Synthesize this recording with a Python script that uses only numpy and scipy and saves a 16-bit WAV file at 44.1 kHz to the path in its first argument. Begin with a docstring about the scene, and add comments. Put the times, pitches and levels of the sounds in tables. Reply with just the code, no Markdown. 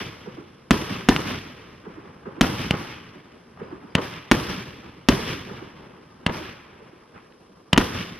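"""A firework cake fires at night in the open. First an earlier burst still rolls over the night's hum,
and a dull thud returns from a far wall. Then shells burst overhead and lift charges crack at the ground:
shock fronts whose strongest peaks overload the microphone. Each is scattered into a rumbling, hissing
tail that swells again a fifth of a second later. Between them come more thuds, faint ticks (mostly far
echoes of the lifts) and, midway, a faint broken whistle. A last lift and burst fall almost together."""
import sys
import numpy as np
from scipy import signal
from scipy.io import wavfile

SR = 44100
rng = np.random.default_rng(int(sys.argv[2]) if len(sys.argv) > 2 else 0)


def log_audio(samples):
    """Write samples as a 16-bit WAV file to the path given in sys.argv[1]."""
    # one column per channel
    frames = np.atleast_2d(samples).T
    # limit to full scale, then quantise
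    limited = np.clip(frames, -1, 1)
    pcm = np.round(limited * 32767).astype(np.int16)
    wavfile.write(sys.argv[1], SR, pcm)


N = 361179

# shell bursts: (time [s], front level [dB], boom level [dB], boom pitch [Hz],
# second crack delay [ms], second crack against the first [dB], tail level [dB])
BURSTS = [(0.7083, 0, -4.5, 180, 4.6, -2, 0.5), (1.0877, 2.5, -2.5, 198.4, 4, 0, 1),
          (2.4106, -1, -6, 185, 4.24, 5.5, 2), (4.314, 2, -4, 196.4, 4.9, 2.5, 1),
          (5.087, 3, -2.5, 200, 3.3, 4.5, 2), (7.7767, 1, -5, 202, 4.24, 4, 0.5)]
# lift charges: the same columns; a negative delay puts the second crack ahead
LIFTS = [(1.1632, -8.5, -16.5, 150, -1.3, -36, -6.5), (2.7092, -7.5, -9.5, 152, -0.396, -3.5, -3.5),
         (3.9525, -1, -7, 162, -2.2, -20.5, -2), (6.265, -5, -10, 158, -1.84, -10.5, -2.5),
         (7.7314, 2, -5.5, 153, -1.9, -15, -6)]
# noise band edges [Hz]: thirds of an octave, then sixths from 1600 Hz
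BAND_EDGES_HZ = np.r_[25 * 2 ** (np.arange(18) / 3), 1600 * 2 ** (np.arange(21) / 6)]
STEP = 32   # samples per value of a slow envelope
LEAD_S = .004   # room ahead of a report's main front


def from_db(db):
    """Amplitude ratio of a level: tenfold for every 20 dB."""
    return 10 ** (np.asarray(db) / 20)


def rms_one(x):
    """Normalisation to unit mean power."""
    return x / np.sqrt(np.mean(x ** 2) + 1e-20)


def at_hz(points, hz):
    """Interpolation of a spectrum on a logarithmic frequency axis."""
    return np.interp(np.log(hz), np.log(np.array(points)[:, 0]), np.array(points)[:, 1])


def filtered(x, order, hz, kind="low"):
    """Maximally flat filtering, low-pass by default."""
    return signal.sosfilt(signal.butter(order, hz, kind, fs=SR, output="sos"), x)


def add(out, sound, s):
    """Superposition of a short stereo sound, starting at time s."""
    i = round(s * SR)
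    out[:, i:i + sound.shape[-1]] += sound[..., :N - i]


def drift(corner_hz):
    """Random modulation: low-passed noise of spread about 1, one value every STEP samples."""
    pole = np.exp(-2 * np.pi * STEP * corner_hz / SR)
    white = rng.standard_normal(N // STEP + 2001)
    return rms_one(signal.lfilter([1], [1, -2 * pole, pole * pole], white)[2000:])


def band_gains(spectrum):
    """Band powers add: gains that give noise of this spectrum a total rms of 1."""
    gains = from_db(at_hz(spectrum, np.sqrt(BAND_EDGES_HZ[1:] * BAND_EDGES_HZ[:-1])))
    return gains / np.sqrt(np.sum(gains ** 2 * np.diff(BAND_EDGES_HZ)) / (SR / 2))


def banded_noise(gains, patchiness):
    """Partly coherent stereo noise, one row of gains in time per band; the bass is lumpier."""
    # likeness of left and right: (frequency [Hz], correlation [-1 to 1])
    likeness = [(60, 0.97), (99, 1), (160, 0.99), (270, 0.95), (450, 0.49), (740, 0.43), (1220, 0.46),
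                (2010, 0.71), (3330, 0.99), (5500, -0.69), (9080, -0.41), (15000, 0.58)]
    out, together, sizzle = 0, drift(38), drift(161.7)
    white = rng.standard_normal((2, 2, N))
    for k, gain in enumerate(gains):
        edges = BAND_EDGES_HZ[k:k + 2]
        hz = np.sqrt(edges[0] * edges[1])
        mid, side = filtered(white[k % 2], 3, edges, "band")
        alike = np.clip(at_hz(likeness, hz), -1, 1)
        stereo = (np.sqrt(1 + alike) * mid + np.sqrt(1 - alike) * side * [[1], [-1]]) / np.sqrt(2)
        lumps_db = patchiness * (0.3 + 1 / (1 + hz / 700)) * (together + drift(21))
        lumps_db += 1.2 * sizzle * (hz > 1500)   # crackling stars make the upper bands grainy
        out = out + np.repeat(gain * from_db(lumps_db), STEP)[:N] * stereo
    return out


def roll_power(starts, scatter):
    """Incoherent summation: echo groups build up, hold and decay; one row of power per anchor."""
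    t, power = np.arange(N // STEP + 1) * STEP / SR, 1e-15
    for delay, build_s, hold_s, *levels_db, fall, extra in scatter:
        falls = np.maximum(fall + extra * np.arange(len(levels_db)), 1)[:, None]
        for s, db in starts:
            after = t - s - delay
            grown = np.clip(after / build_s, 0, 1) ** 2
            decay_db = falls * np.maximum(after - build_s - hold_s, 0)
            power = power + grown * from_db(np.c_[levels_db] + db - decay_db) ** 2
    return power


def rolls():
    """Diffuse scattering: echoes merge into noise whose bands die at their own pace, down to the hum."""
    # anchors between which the tail's level is interpolated: (frequency [Hz])
    anchors_hz = [200, 1000, 2600, 9000]
    # groups of scatterers that answer a burst: (delay [s], build-up [s], hold [s],
    # level at each of the four anchors [dB], fall [dB/s], extra fall per higher anchor [dB/s])
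    burst_scatter = [(0.0028, .012, 0, -22, -22.5, -28.5, -18.5, 99.6, -11),
                     (0.16, 0.03, 0.048, -30.5, -35, -30.5, -29, 130, 6.5),
                     (0.064, 0.071, 0.026, -39.5, -40, -36, -37, 18.8, 5.5),
                     (1.1, 0.11, 0.0, -46, -43.5, -53, -66.5, 21, -4)]
    # those that answer a lift: the same columns
    lift_scatter = [(0.00054, 0.0242, 0.011, -25, -19, -32, -35, 460, -14),
                    (.035, 0.038, 0.022, -32, -28.5, -32, -25.5, 96, -2.5),
                    (0.142, 0.036, .04, -39.5, -39.5, -34, -40, 143, 7),
                    (.1, .15, 0.0, -55, -48, -40.5, -63, 10, 11.5),
                    (.87, .03, 0.012, -48.5, -44, -48, -73, 150, -17)]
    # spectrum of the echoes: (frequency [Hz], relative density [dB])
    roll_spectrum = [(20, -48), (32, -16.5), (90, -4), (155, -1.5), (420, -7.5), (720, -16), (1050, -10),
                     (1500, -13.5), (2300, -14.5), (3200, -16), (4100, -25.5), (5900, -21.5), (6500, -43.5),
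                     (9000, -38), (11500, -36.5), (14500, -45.5)]
    # spectrum of the night's hum: (frequency [Hz], relative density [dB])
    night_spectrum = [(20, -54), (32, -16.5), (180, -6), (420, -4), (680, -16), (1100, -11.5), (2000, -25),
                      (3300, -26), (4200, -30), (5700, -22.5), (6500, -39.5), (9500, -34.5), (10400, -30.5),
                      (11300, -37), (15500, -64.5)]
    # a burst that went off earlier and still rolls: (time [s], tail level [dB])
    earlier_burst = (-0.22, 0.0)
    power = roll_power([(s, tail_db) for s, *_, tail_db in BURSTS] + [earlier_burst], burst_scatter)
    power += roll_power([(s, tail_db) for s, *_, tail_db in LIFTS], lift_scatter)
    anchor_db = 10 * np.log10(power)
    place = np.interp(np.log(BAND_EDGES_HZ[1:]), np.log(anchors_hz), np.arange(len(anchor_db)))
    below = np.minimum(place.astype(int), len(anchor_db) - 2)
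    band_db = anchor_db[below] + (place - below)[:, None] * (anchor_db[below + 1] - anchor_db[below])
    echoes = band_gains(roll_spectrum)[:, None] * from_db(band_db)
    hum = band_gains(night_spectrum)[:, None] * from_db(-53.5)
    return banded_noise(np.hypot(echoes, hum), patchiness=1.53)


def thud(out, s, level_db, hz, bump_db, rasp_db, pan_db):
    """Time spreading smears a far echo: first a rasp, then a few dull cycles, a tail and a lower bump."""
    t = np.arange(round(.14 * SR)) / SR - .014
    swell = lambda peak_s, width_s: np.exp(-((t - peak_s) / width_s) ** 2)
    phase = rng.uniform(0, 2 * np.pi)
    lag = np.array([[.3], [-.3]]) * hz / 400   # arrives from one side
    tone = np.sin(2 * np.pi * hz * t + phase + lag) * swell(0.0054, 0.0055)
    bump = from_db(bump_db) * np.sin(2 * np.pi * 195 * t + phase) * swell(0.014, 0.0062)
    noise = rng.standard_normal((2, len(t)))
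    body = filtered(noise + noise[0], 2, [hz * 0.88, hz * 1.31], "band")
    tail = from_db(-11) * rms_one(body) * np.exp(-np.abs(t - .012) / 0.046)
    rasp = rms_one(filtered(noise, 3, [450, 1400], "band")) * np.exp(-(t - t[0]) / 0.056)
    gains = from_db(level_db + np.array([[.5], [-.5]]) * pan_db)
    add(out, gains * (tone + bump + tail + from_db(rasp_db) * rasp), s + t[0])


def thuds():
    """Discrete reflection: one wall returns each far thud and each burst, a farther wall each lift."""
    # dull thuds from far off: (time [s], level [dB], pitch [Hz], loss on return [dB])
    far_thuds = [(0.272, -28.5, 418, 1), (0.907, -26, 230, 15), (1.257, -27, 240, 21),
                 (1.866, -30, 386, 3.5), (2.268, -27.5, 408, 1.5), (3.154, -38.5, 343, 15),
                 (3.615, -28.5, 423, -0.5), (3.84, -36.5, 290, 19), (5.508, -29.5, 406, 2),
                 (6.298, -29, 407, 0), (6.817, -41, 450, 3), (7.492, -50, 453, 7.5), (7.686, -52, 210, 12)]
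    wall_delay_s, far_wall_delay_s = .111, .89
    direct = dict(bump_db=-1, rasp_db=-13, pan_db=-2.5)
    wall = dict(hz=325, bump_db=-11, rasp_db=-14.5, pan_db=-3.5)
    far_wall = dict(hz=367, bump_db=3, rasp_db=-6, pan_db=-3)
    arrivals = [(s, db, dict(direct, hz=hz)) for s, db, hz, _ in far_thuds]
    arrivals += [(s + wall_delay_s, db - loss, wall) for s, db, _, loss in far_thuds]
    arrivals += [(s + wall_delay_s, tail_db - 31, wall) for s, *_, tail_db in BURSTS]
    arrivals += [(s + far_wall_delay_s, tail_db - 41.5, far_wall) for s, *_, tail_db in LIFTS]
    out = np.zeros((2, N))
    for s, db, timbre in arrivals:
        if s < N / SR:
            thud(out, s, db, **timbre)
    return out


def crack(t, front_s, ring_db, ring_s):
    """A shock front: compression, then weak rarefaction; it excites the microphone port's resonance."""
    port_hz = 2943
    push = (t >= 0) & (t < front_s)
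    pull = (t >= front_s) & (t < 2 * front_s)
    ring = from_db(ring_db - 60 * np.maximum(t, 0) / ring_s) * (t >= 0)
    return push - 0.11 * pull + ring * np.sin(2 * np.pi * port_hz * t)


def report(shot, walls, front_s, ring_db, ring_s, boom_s, glide, rough_db, rough_s, dull_hz, heave_db):
    """A blast wave: two cracks (a ground bounce, or the primer ahead), then a low swing of air."""
    _, front_db, boom_db, boom_hz, second_ms, second_db, _ = shot
    t = np.arange(round(.09 * SR)) / SR - LEAD_S
    cracks = crack(t, front_s, ring_db, ring_s)
    cracks += from_db(second_db) * crack(t - second_ms / 1000, front_s, ring_db, ring_s)
    after = np.maximum(t - front_s, 0)
    turns = boom_hz * after * (1 + (glide * after) ** 2)   # the swings come ever faster
    swing = -np.sin(2 * np.pi * turns + 1) * np.exp(-(after / boom_s) ** 4) * (after > 0)
    heave_hz = 50   # slow motion of the air under the boom
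    heave = from_db(heave_db) * np.sin(2 * np.pi * heave_hz * after) * np.exp(-after * heave_hz)
    boom = from_db(boom_db) * (swing - heave)
    # near scatter roughens the blast, a little differently at each port
    noise = filtered(rng.standard_normal((2, len(t))), 2, [450, 3900], "band")
    scatter = from_db(rough_db) * (noise + 1.11 * noise[0]) * np.exp(-after / rough_s) * (after > 0)
    direct = filtered(from_db(front_db) * (cracks + scatter), 1, dull_hz)
    # an uneven wall smears the cracks over a few milliseconds
    uneven = rng.standard_normal(300) * np.exp(-np.arange(300) / 88.0)
    smeared = signal.lfilter(uneven / np.linalg.norm(uneven), [1], direct)
    dulled = filtered(smeared + boom, 2, 2200)
    echoes = sum(from_db(db) * np.roll(dulled, round(s * SR), axis=1) for s, db in walls)
    return direct + boom + echoes


def reports():
    """Blast waves with early reflections: bursts boom long, lifts are a short crack."""
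    # reflections of a burst from the nearest walls: (delay [s], level [dB])
    burst_walls = [(.024, -19), (.033, -16.5)]
    # those of a lift: (delay [s], level [dB])
    lift_walls = [(0.0116, -16), (.031, -14)]
    out = np.zeros((2, N))
    for shot in BURSTS:
        burst = report(shot, burst_walls, front_s=0.00024, ring_db=-1.5, ring_s=0.002, boom_s=0.0125,
                       glide=43, rough_db=-8, rough_s=0.0063, dull_hz=5660, heave_db=-12)
        add(out, burst, shot[0] - LEAD_S)
    for shot in LIFTS:
        lift = report(shot, lift_walls, front_s=0.00015, ring_db=1.5, ring_s=0.0071, boom_s=0.0058,
                      glide=10, rough_db=-7, rough_s=0.0038, dull_hz=3900, heave_db=-33)
        add(out, lift, shot[0] - LEAD_S)
    return out


def ticks():
    """Distant reflection: faint sharp ticks, mostly lift cracks echoing back, as octave-wide puffs."""
    # faint sharp ticks: (time [s], peak level [dB], centre frequency [Hz])
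    arrivals = [(1.203, -33, 6000), (3.573, -36, 990), (3.6, -42, 1300), (7.162, -38, 1370),
                (7.178, -35.5, 1360), (7.195, -43, 1200), (7.323, -42, 2490)]
    out, t = np.zeros((2, N)), np.arange(round(0.043 * SR)) / SR
    for s, level_db, hz in arrivals:
        noise = rng.standard_normal((2, len(t))) * np.exp(-t / .003)
        puff = filtered(noise + noise[0], 3, [hz / np.sqrt(2), hz * np.sqrt(2)], "band")
        add(out, from_db(level_db) * puff / np.abs(puff).max(), s)
    return out


def whistle():
    """Narrow-band noise is heard as a pitch, here in short bell-shaped chirps."""
    # chirps of the broken whistle: (time [s], level [dB])
    chirps = [(3.648, -67), (3.7, -66), (3.868, -74), (3.912, -67.5)]
    hz, width_hz, chirp_s = 4900, 220, 0.019
    out, t = np.zeros((2, N)), np.arange(-.04 * SR, .04 * SR) / SR
    for s, db in chirps:
        thin = filtered(rng.standard_normal(len(t)), 2, [hz - width_hz / 2, hz + width_hz / 2], "band")
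        add(out, from_db(db) * rms_one(thin) * np.exp(-(t / chirp_s) ** 2), s + t[0])
    return out


def scene():
    """Linear superposition: the pressures of all sources add."""
    return reports() + rolls() + thuds() + ticks() + whistle()


def record(dry):
    """Saturation and band limiting: the strongest peaks overload an input whose treble is soft."""
    ceiling, cutoff_hz = 0.89, 16400
    clipped = ceiling * np.tanh(dry / ceiling)
    soft = filtered(clipped, 1, 14000)
    return signal.sosfilt(signal.cheby2(14, 90, cutoff_hz, fs=SR, output="sos"), soft)


dry = scene()
out = record(dry)
log_audio(out)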